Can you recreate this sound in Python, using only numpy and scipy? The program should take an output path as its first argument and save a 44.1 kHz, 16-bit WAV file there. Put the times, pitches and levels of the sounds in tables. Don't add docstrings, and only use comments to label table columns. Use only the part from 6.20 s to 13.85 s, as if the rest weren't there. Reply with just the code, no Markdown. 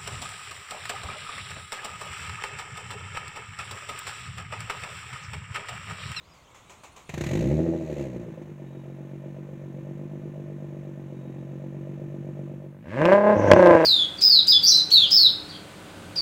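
import sys
import numpy as np
from scipy import signal
from scipy.fft import rfft, irfft
from scipy.io import wavfile
from scipy.ndimage import uniform_filter1d

SR = 44100
rng = np.random.default_rng(int(sys.argv[2]) if len(sys.argv) > 2 else 0)


def transcribe(signal):
    frames = np.atleast_2d(signal).T
    limited = np.clip(frames, -1, 1)
    pcm = np.round(limited * 32767).astype(np.int16)
    wavfile.write(sys.argv[1], SR, pcm)


N = 337365
T = np.arange(N) / SR
TAPS = 8192
BINS_HZ = np.maximum(np.arange(TAPS // 2 + 1) * SR / TAPS, 1)
CATCH_S, WARM_S = 0.892, (1.73, 2.23)


def undb(db):
    return 10 ** (np.asarray(db) / 20)


def curves(rows):
    time_s, *columns = np.transpose(rows)
    return [np.interp(T, time_s, column) for column in columns]


def ramp(start, end):
    return np.clip((T - start) / (end - start), 0, 1)


def window(start, full, eases, over):
    return ramp(start, full) * (1 - ramp(eases, over))


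def burst(start, decay_s, rise_s):
    age = np.maximum(T - start, 0)
    return (1 - np.exp(-age / rise_s)) * np.exp(-age / decay_s)


def clicks(times, sizes):
    at = np.clip(times * SR, 0, N - 2)
    i = at.astype(int)
    return np.bincount(i, sizes * (1 - at + i), N) + np.bincount(i + 1, sizes * (at - i), N)


def colour(points):
    hz, db = np.transpose(points)
    return undb(np.interp(np.log(BINS_HZ), np.log(hz), db))


def resonances(modes):
    power = 0
    for hz, width, db in modes:
        detuning = (BINS_HZ - hz * hz / BINS_HZ) / width
        power += (undb(db) / (1 + detuning ** 2 / 2)) ** 2
    return np.sqrt(power)


def ring(x, gain):
    cepstrum = irfft(np.log(gain + 1e-7))
    cepstrum[1:TAPS // 2] *= 2
    cepstrum[TAPS // 2 + 1:] = 0
    return signal.oaconvolve(x, irfft(np.exp(rfft(cepstrum))))[:N]


def noise(gain):
    x = ring(rng.standard_normal(N), gain)
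    return x / x.std()


def steady(x, seconds):
    size = int(seconds * SR)
    power = uniform_filter1d(uniform_filter1d(x * x, size), size)
    return x / np.sqrt(np.abs(power) + 1e-4 * np.mean(x * x))


# freq_hz, level_db
NIGHT_AIR = [(30, -13.5), (70, 9.5), (150, -5.5), (300, -0.5), (1000, -8), (3000, -21.5), (5000, -32),
             (15000, -29)]
def night_air():
    return undb(-60.5) * noise(colour(NIGHT_AIR))


def idle_whistle(pitch_hz=3780, below_firing_hz=47.2):
    sag = np.clip(below_firing_hz - firing_rate(), 0, 1) * ramp(2.3, 2.4)
    return undb(-76) * sag * noise(resonances([(pitch_hz, 50, 0)]))


# start_s, level_db, decay_s
AIR_PUFFS = [(0.134, -58, 0.14), (0.344, -52, 0.077), (0.495, -47, 0.051), (.634, -45, 0.04),
             (0.761, -47, 0.054)]
def compression_puffs():
    puffs = sum(undb(db) * burst(start, decay_s, rise_s=0.0016) for start, db, decay_s in AIR_PUFFS)
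    air = colour([(150, -18), (500, -1.5), (1100, 1.5), (1700, -9), (2300, -3.5), (5000, -17.5),
                  (7000, -7.5), (10000, -25.5), (15000, -29)])
    return puffs * noise(air)


# time_s, pitch_hz
STARTER_PITCH = [(0, 2050), (.21, 2298), (.31, 3410), (.43, 3490), (.64, 4000), (.89, 4070)]
# pitch_ratio, level_db
GEAR_TONES = [(.28, -11), (.6, -11), (1, -10), (2.04, -12), (2.25, -15), (2.6, -22)]
# freq_hz, level_db
STARTER_WHIRR = [(30, 2), (70, 12), (170, 11), (300, -4), (800, 1), (1150, 6), (1700, -9), (2200, -2.5),
                 (3500, -3.5), (5000, -17), (6700, -7), (8300, -16), (10500, -35), (15000, -44)]
def starter(lurch_hz=250, lurch_db=1.3, lead_s=0.022, fade_db_per_s=-5):
    crests_s = np.array([start for start, _, _ in AIR_PUFFS] + [CATCH_S]) - lead_s
    compressions = np.interp(T, np.r_[0, crests_s], np.r_[-0.5, np.arange(len(crests_s))])
    lurch = np.cos(2 * np.pi * compressions)
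    pitch_hz = curves(STARTER_PITCH)[0] + lurch_hz * lurch
    unsteady = 1 + 0.006 * noise(resonances([(60, 120, 0)]))
    phase = 2 * np.pi * np.cumsum(pitch_hz * unsteady) / SR
    rattle = colour([(20, 1), (80, -13), (300, -33), (2000, -82)])
    whine = sum(undb(db) * noise(rattle) * np.sin(ratio * phase) for ratio, db in GEAR_TONES)
    whine *= undb(fade_db_per_s * (T - 0.07))
    whirr = undb(-1) * noise(colour(STARTER_WHIRR))
    engaged = 1 - ramp(1, 1.001)
    return undb(-57.5 + lurch_db * lurch) * engaged * (whine + whirr)


def blow_off(flutter_hz=11, flutter_db=3, hiss_hz=5950, waver_hz=200):
    flutter = np.cos(2 * np.pi * flutter_hz * (T - 7.195))
    carrier = np.sqrt(2) * np.sin(2 * np.pi * np.cumsum(hiss_hz + waver_hz * flutter) / SR)
    hiss = carrier * noise(colour([(350, 0), (700, -8), (1500, -28), (4000, -60)]))
    return undb(-51 + flutter_db * flutter) * window(7.12, 7.23, 7.34, 7.5) * hiss


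# start_s, bang_db, crack_db, crack_decay_s
CRACKS_AND_BANGS = [(6.8172, -12, -17.5, 0.00062), (6.8544, -12, -11.5, 0.0012), (6.86, -16, -12, 0.00059),
                    (6.8917, -20, -33, 0.00062), (6.9245, -23, -18, 0.0004), (6.9296, -14, -14, 0.00028),
                    (6.9347, -7.5, -15, 0.00047), (7.315, 7.5, -3.5, 0.0042), (7.335, 4.5, -10, 0.0015),
                    (7.3646, 0.5, -38, 0.0009), (7.3963, -3.5, -19, 0.00018), (7.427, -21, -25, 0.00066),
                    (7.465, -20, -22, 0.00039), (7.475, -8, -26.5, 0.00044), (7.5096, -1.5, -18, 0.00069),
                    (7.551, -0.5, -17, 0.00039)]
def cracks_and_bangs():
    start_s, bang_db, _, _ = np.transpose(CRACKS_AND_BANGS)
    bangs = ring(clicks(start_s, undb(bang_db)), resonances(PIPE_MODES_BESIDE))
    bangs *= undb(bang_db.max()) / np.abs(bangs).max()
    cracks = sum(undb(db) * burst(at, decay_s, rise_s=5e-5) for at, _, db, decay_s in CRACKS_AND_BANGS)
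    crack_colour = colour([(100, 0.5), (2000, 12.5), (4000, -9), (8000, -23.5), (15000, -38)])
    return cracks * noise(crack_colour) - bangs


# time_s, firing_hz
FLARE_RATE = [(0.89, 18.17), (1.15, 50.41), (1.31, 73.44), (1.43, 82.84), (1.6, 82.09), (1.97, 59.94),
              (2.2, 50.93)]
# time_s, firing_hz
IDLE_RATE = [(2.49, 46.03), (3.25, 48.22), (3.5, 46.8), (3.88, 49.63), (4.7, 48.19), (5.0, 45.93),
             (5.76, 48.07)]
# time_s, firing_hz
BLIP_RATE = [(6.59, 47.97), (6.64, 62.53), (6.83, 161.41), (6.94, 201.25), (7.1, 210.79), (7.22, 205.58),
             (7.56, 164.76), (7.65, 158.3)]
def firing_rate():
    return curves(np.vstack([FLARE_RATE, IDLE_RATE, BLIP_RATE]))[0]


def combustion():
    cold = 1 - ramp(1.07, 1.3)
    stumble = window(1.55, 1.7, 2.25, 2.45)
    fuel_cut = window(7.14, 7.17, 7.33, 7.37)
    scatter_db = 0.5 + 1.3 * cold + 2 * stumble + 1.5 * fuel_cut
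    return scatter_db, fuel_cut


def firings(base_jitter_s=0.00004, suck=1.37):
    fired = np.cumsum(firing_rate() * (T > CATCH_S)) / SR
    number = np.arange(int(fired[-1]) + 1)
    times = np.interp(number + 1e-6, fired, T)
    size_draw, time_draw = rng.standard_normal((len(number), 2)).T
    scatter_db, fuel_cut = (np.interp(times, T, curve) for curve in combustion())
    sizes = undb(size_draw * scatter_db) * (1 - suck * fuel_cut * (number % 2))
    return times + base_jitter_s * time_draw * (1 + 5 * fuel_cut), sizes


# time_s, boom_db, bark_db, gas_db
FLARE_LEVELS = [(.89, -44.5, -56, -45), (.97, -34.5, -41, -42.5), (1.05, -31, -36.5, -37.5),
                (1.14, -27.5, -31, -39.5), (1.35, -23.5, -28, -49.5), (1.52, -32.5, -26, -55),
                (1.64, -38, -36, -54), (1.79, -35, -32, -47.5), (1.96, -37, -40, -55),
                (2.22, -43, -44, -61)]
# time_s, boom_db, bark_db, gas_db
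BLIP_LEVELS = [(6.6, -45.5, -58.5, -69.5), (6.72, -38, -42, -50.5), (6.81, -25, -20.5, -45.5),
               (6.93, -27.5, -13, -40), (7.02, -28, -19.5, -52.5), (7.1, -23, -13, -49),
               (7.17, -25.5, -22.5, -49.5), (7.35, -24, -15, -41.5), (7.48, -24.5, -9.5, -40.5),
               (7.6, -31.5, -17, -40.5)]
def engine_levels(idle_hz=48, db_per_hz=0.84, lead_s=0.18, warming_db_per_s=1):
    time_s, firing_hz = np.transpose(IDLE_RATE)
    effort_db = db_per_hz * (np.interp(T + lead_s, time_s, firing_hz) - idle_hz)
    effort_db += warming_db_per_s * (T - time_s.mean())
    idle = np.array([-38 + effort_db, -45 + effort_db, np.full(N, -63.5)])
    idle -= 8 * ramp(6.25, 6.58)
    settled, blipped = ramp(2.23, 2.26), ramp(6.5, 6.6)
    behind = (1 - settled) * np.array(curves(FLARE_LEVELS)) + settled * idle
    return (1 - blipped) * behind + blipped * np.array(curves(BLIP_LEVELS))


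# freq_hz, level_db
FLARE_RUSH = [(700, -0.5), (950, -4), (1400, -10.5), (1900, -1), (2600, -3.5), (3300, -13), (4000, -9.5),
              (5000, -21), (6600, -9), (8200, -20), (10000, -29), (12500, -25.5), (15500, -34)]
IDLE_RUSH = [(500, 0.5), (900, -1.5), (1350, -8.5), (1650, -8.5), (1800, -5.5), (2050, -11), (2400, -8),
             (3200, -16.5), (3800, -17), (4800, -29.5), (5600, -23.5), (6500, -17), (8200, -28),
             (12000, -38)]
BLIP_RUSH = [(60, -14.5), (250, -2), (600, 1.5), (1000, 3), (1400, 2.5), (1700, 7.5), (2600, 3.5),
             (3400, -6.5), (5000, -15), (7000, -17), (9500, -25.5), (15000, -37)]
def gas_rush(times, sizes, gas_db, beside):
    warm = ramp(*WARM_S)
    stages = [(FLARE_RUSH, 0, 0.0034, 0.25, 1 - warm),
              (IDLE_RUSH, 5, 0.0068, 0.6, warm * (1 - beside)),
              (BLIP_RUSH, 3, 0.0014, 0.78, beside)]
    pushes = clicks(times, np.abs(sizes))
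    rush, age = 0, T[:TAPS]
    for spectrum, boost_db, puff_s, even_flow, share in stages:
        puffs = signal.oaconvolve(pushes, age / puff_s * np.exp(1 - age / puff_s))[:N]
        rush += share * undb(boost_db) * noise(colour(spectrum)) * steady(even_flow + puffs, 0.13)
    return rush * undb(gas_db)


# pitch_hz, width_hz, level_db
WALL_MODES = [(836.5, 33, -3.5), (1027, 42, -2.5), (1198, 23, -8), (1540, 25, -9), (1792, 36, -2),
              (1945, 45, -8), (2128, 43, -7), (2370, 29, -6), (2650, 32, -11), (2910, 31, -10.5)]
# pitch_hz, width_hz, level_db
MOUTH_MODES = [(876, 81, 1.5), (1080, 53, 2), (1160, 80, -2), (1674, 180, 2.5), (2030, 140, -4),
               (2240, 140, -5), (2500, 120, -7), (2730, 160, -9.5)]
def pipe_rasp(times, sizes, gas_db, beside):
    fronts = clicks(times, sizes)
    load_db = 9 * window(6.7, 6.82, 6.93, 6.99)
    walls = steady(ring(fronts, resonances(WALL_MODES)), 0.11) * undb(-3) * ramp(*WARM_S)
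    mouths = steady(ring(fronts, resonances(MOUTH_MODES)), 0.06) * undb(1.5 + load_db)
    return ((1 - beside) * walls + beside * mouths) * undb(gas_db)


# low_db, low_mid_db, mid_db, high_db, lag_ms
HEADERS = [(2, -5.5, 1, -10, 0.12), (4.5, -5.5, 1, 1, 0.024), (3.5, 2, -2.5, 0.5, 0.037),
           (4.5, 2.5, -3, 1, 0.078), (2, 5, -8.5, -0.5, 0.23), (3.5, 2.5, -9.5, -1, 0.17)]
def header_pulses(times, sizes, bands_hz=(150, 340, 600, 1800)):
    pulses, count = 0, len(HEADERS)
    for k, (*bands_db, lag_ms) in enumerate(HEADERS):
        cylinder = clicks(times[k::count] + lag_ms / 1000, sizes[k::count])
        pulses += ring(cylinder, colour(list(zip(bands_hz, bands_db))))
    return pulses


def throb(times, depth_db=2, peak_firing=2.03):
    number = np.interp(T, times, np.arange(len(times)))
    return depth_db * np.cos(2 * np.pi * (number - peak_firing) / len(HEADERS))


# pitch_hz, width_hz, level_db
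PIPE_MODES_BEHIND = [(100, 30, -44), (144, 30, 7), (195, 63.5, -1), (233, 47, -9.5), (340.3, 40, -2),
                     (440, 21, -13.5), (519, 51, -9), (584.6, 15, -9), (630, 33.4, -11), (808, 100, -29),
                     (1830, 130, -42)]
PIPE_MODES_BESIDE = [(105.5, 61, -4.5), (210, 134, -3), (345, 54, 0), (521, 98, 5), (597.4, 54, 8.5),
                     (844, 84, -3.5), (1011, 65, -2), (1210, 160, -17), (1590, 128, -10),
                     (2000, 245, -22.5), (2680, 190, -33)]
def exhaust(pulses, boom_db, bark_db, beside, split_hz=285, steepen=0.095):
    swirl = np.sqrt(np.abs(uniform_filter1d(pulses ** 2, size=400))) * rng.standard_normal(N)
    scatter_db, fuel_cut = combustion()
    behind = ring(pulses + (0.65 + 0.1 * scatter_db) * swirl, resonances(PIPE_MODES_BEHIND))
    close = ring(pulses + (0.03 + fuel_cut) * swirl, resonances(PIPE_MODES_BESIDE))
    pipe = (1 - beside) * behind - beside * close
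    boom = signal.sosfiltfilt(signal.butter(4, split_hz, fs=SR, output="sos"), pipe)
    bark = pipe - boom
    surge = steady(ring(pulses, resonances([(80, 26.4, 0)])), 0.16)
    surge *= undb(boom_db - 7 - 14.5 * ramp(*WARM_S)) * (1 - beside)
    wave = steady(boom, 0.06) * undb(boom_db) + steady(bark, 0.11) * undb(bark_db) + surge
    spikes = signal.sosfilt(signal.butter(2, [300, 2800], "band", fs=SR, output="sos"), wave ** 2)
    return wave - steepen * spikes


def scene():
    times, sizes = firings()
    boom_db, bark_db, gas_db = engine_levels()
    beside = ramp(6.5, 6.7)
    running = ramp(0.884, 0.893)
    bark_db += throb(times) * (1 - beside)
    engine = exhaust(header_pulses(times, sizes), boom_db, bark_db, beside)
    engine += gas_rush(times, sizes, gas_db, beside) + pipe_rasp(times, sizes, gas_db, beside)
    car = running * engine + starter() + compression_puffs() + idle_whistle() + blow_off()
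    return (car + cracks_and_bangs() + night_air())[None]


def record(dry, top_hz=15800):
    clipped = np.clip(dry, -1, 1)
    return signal.sosfilt(signal.ellip(8, 0.2, 70, top_hz, fs=SR, output="sos"), clipped)


dry = scene()
out = record(dry)
transcribe(out)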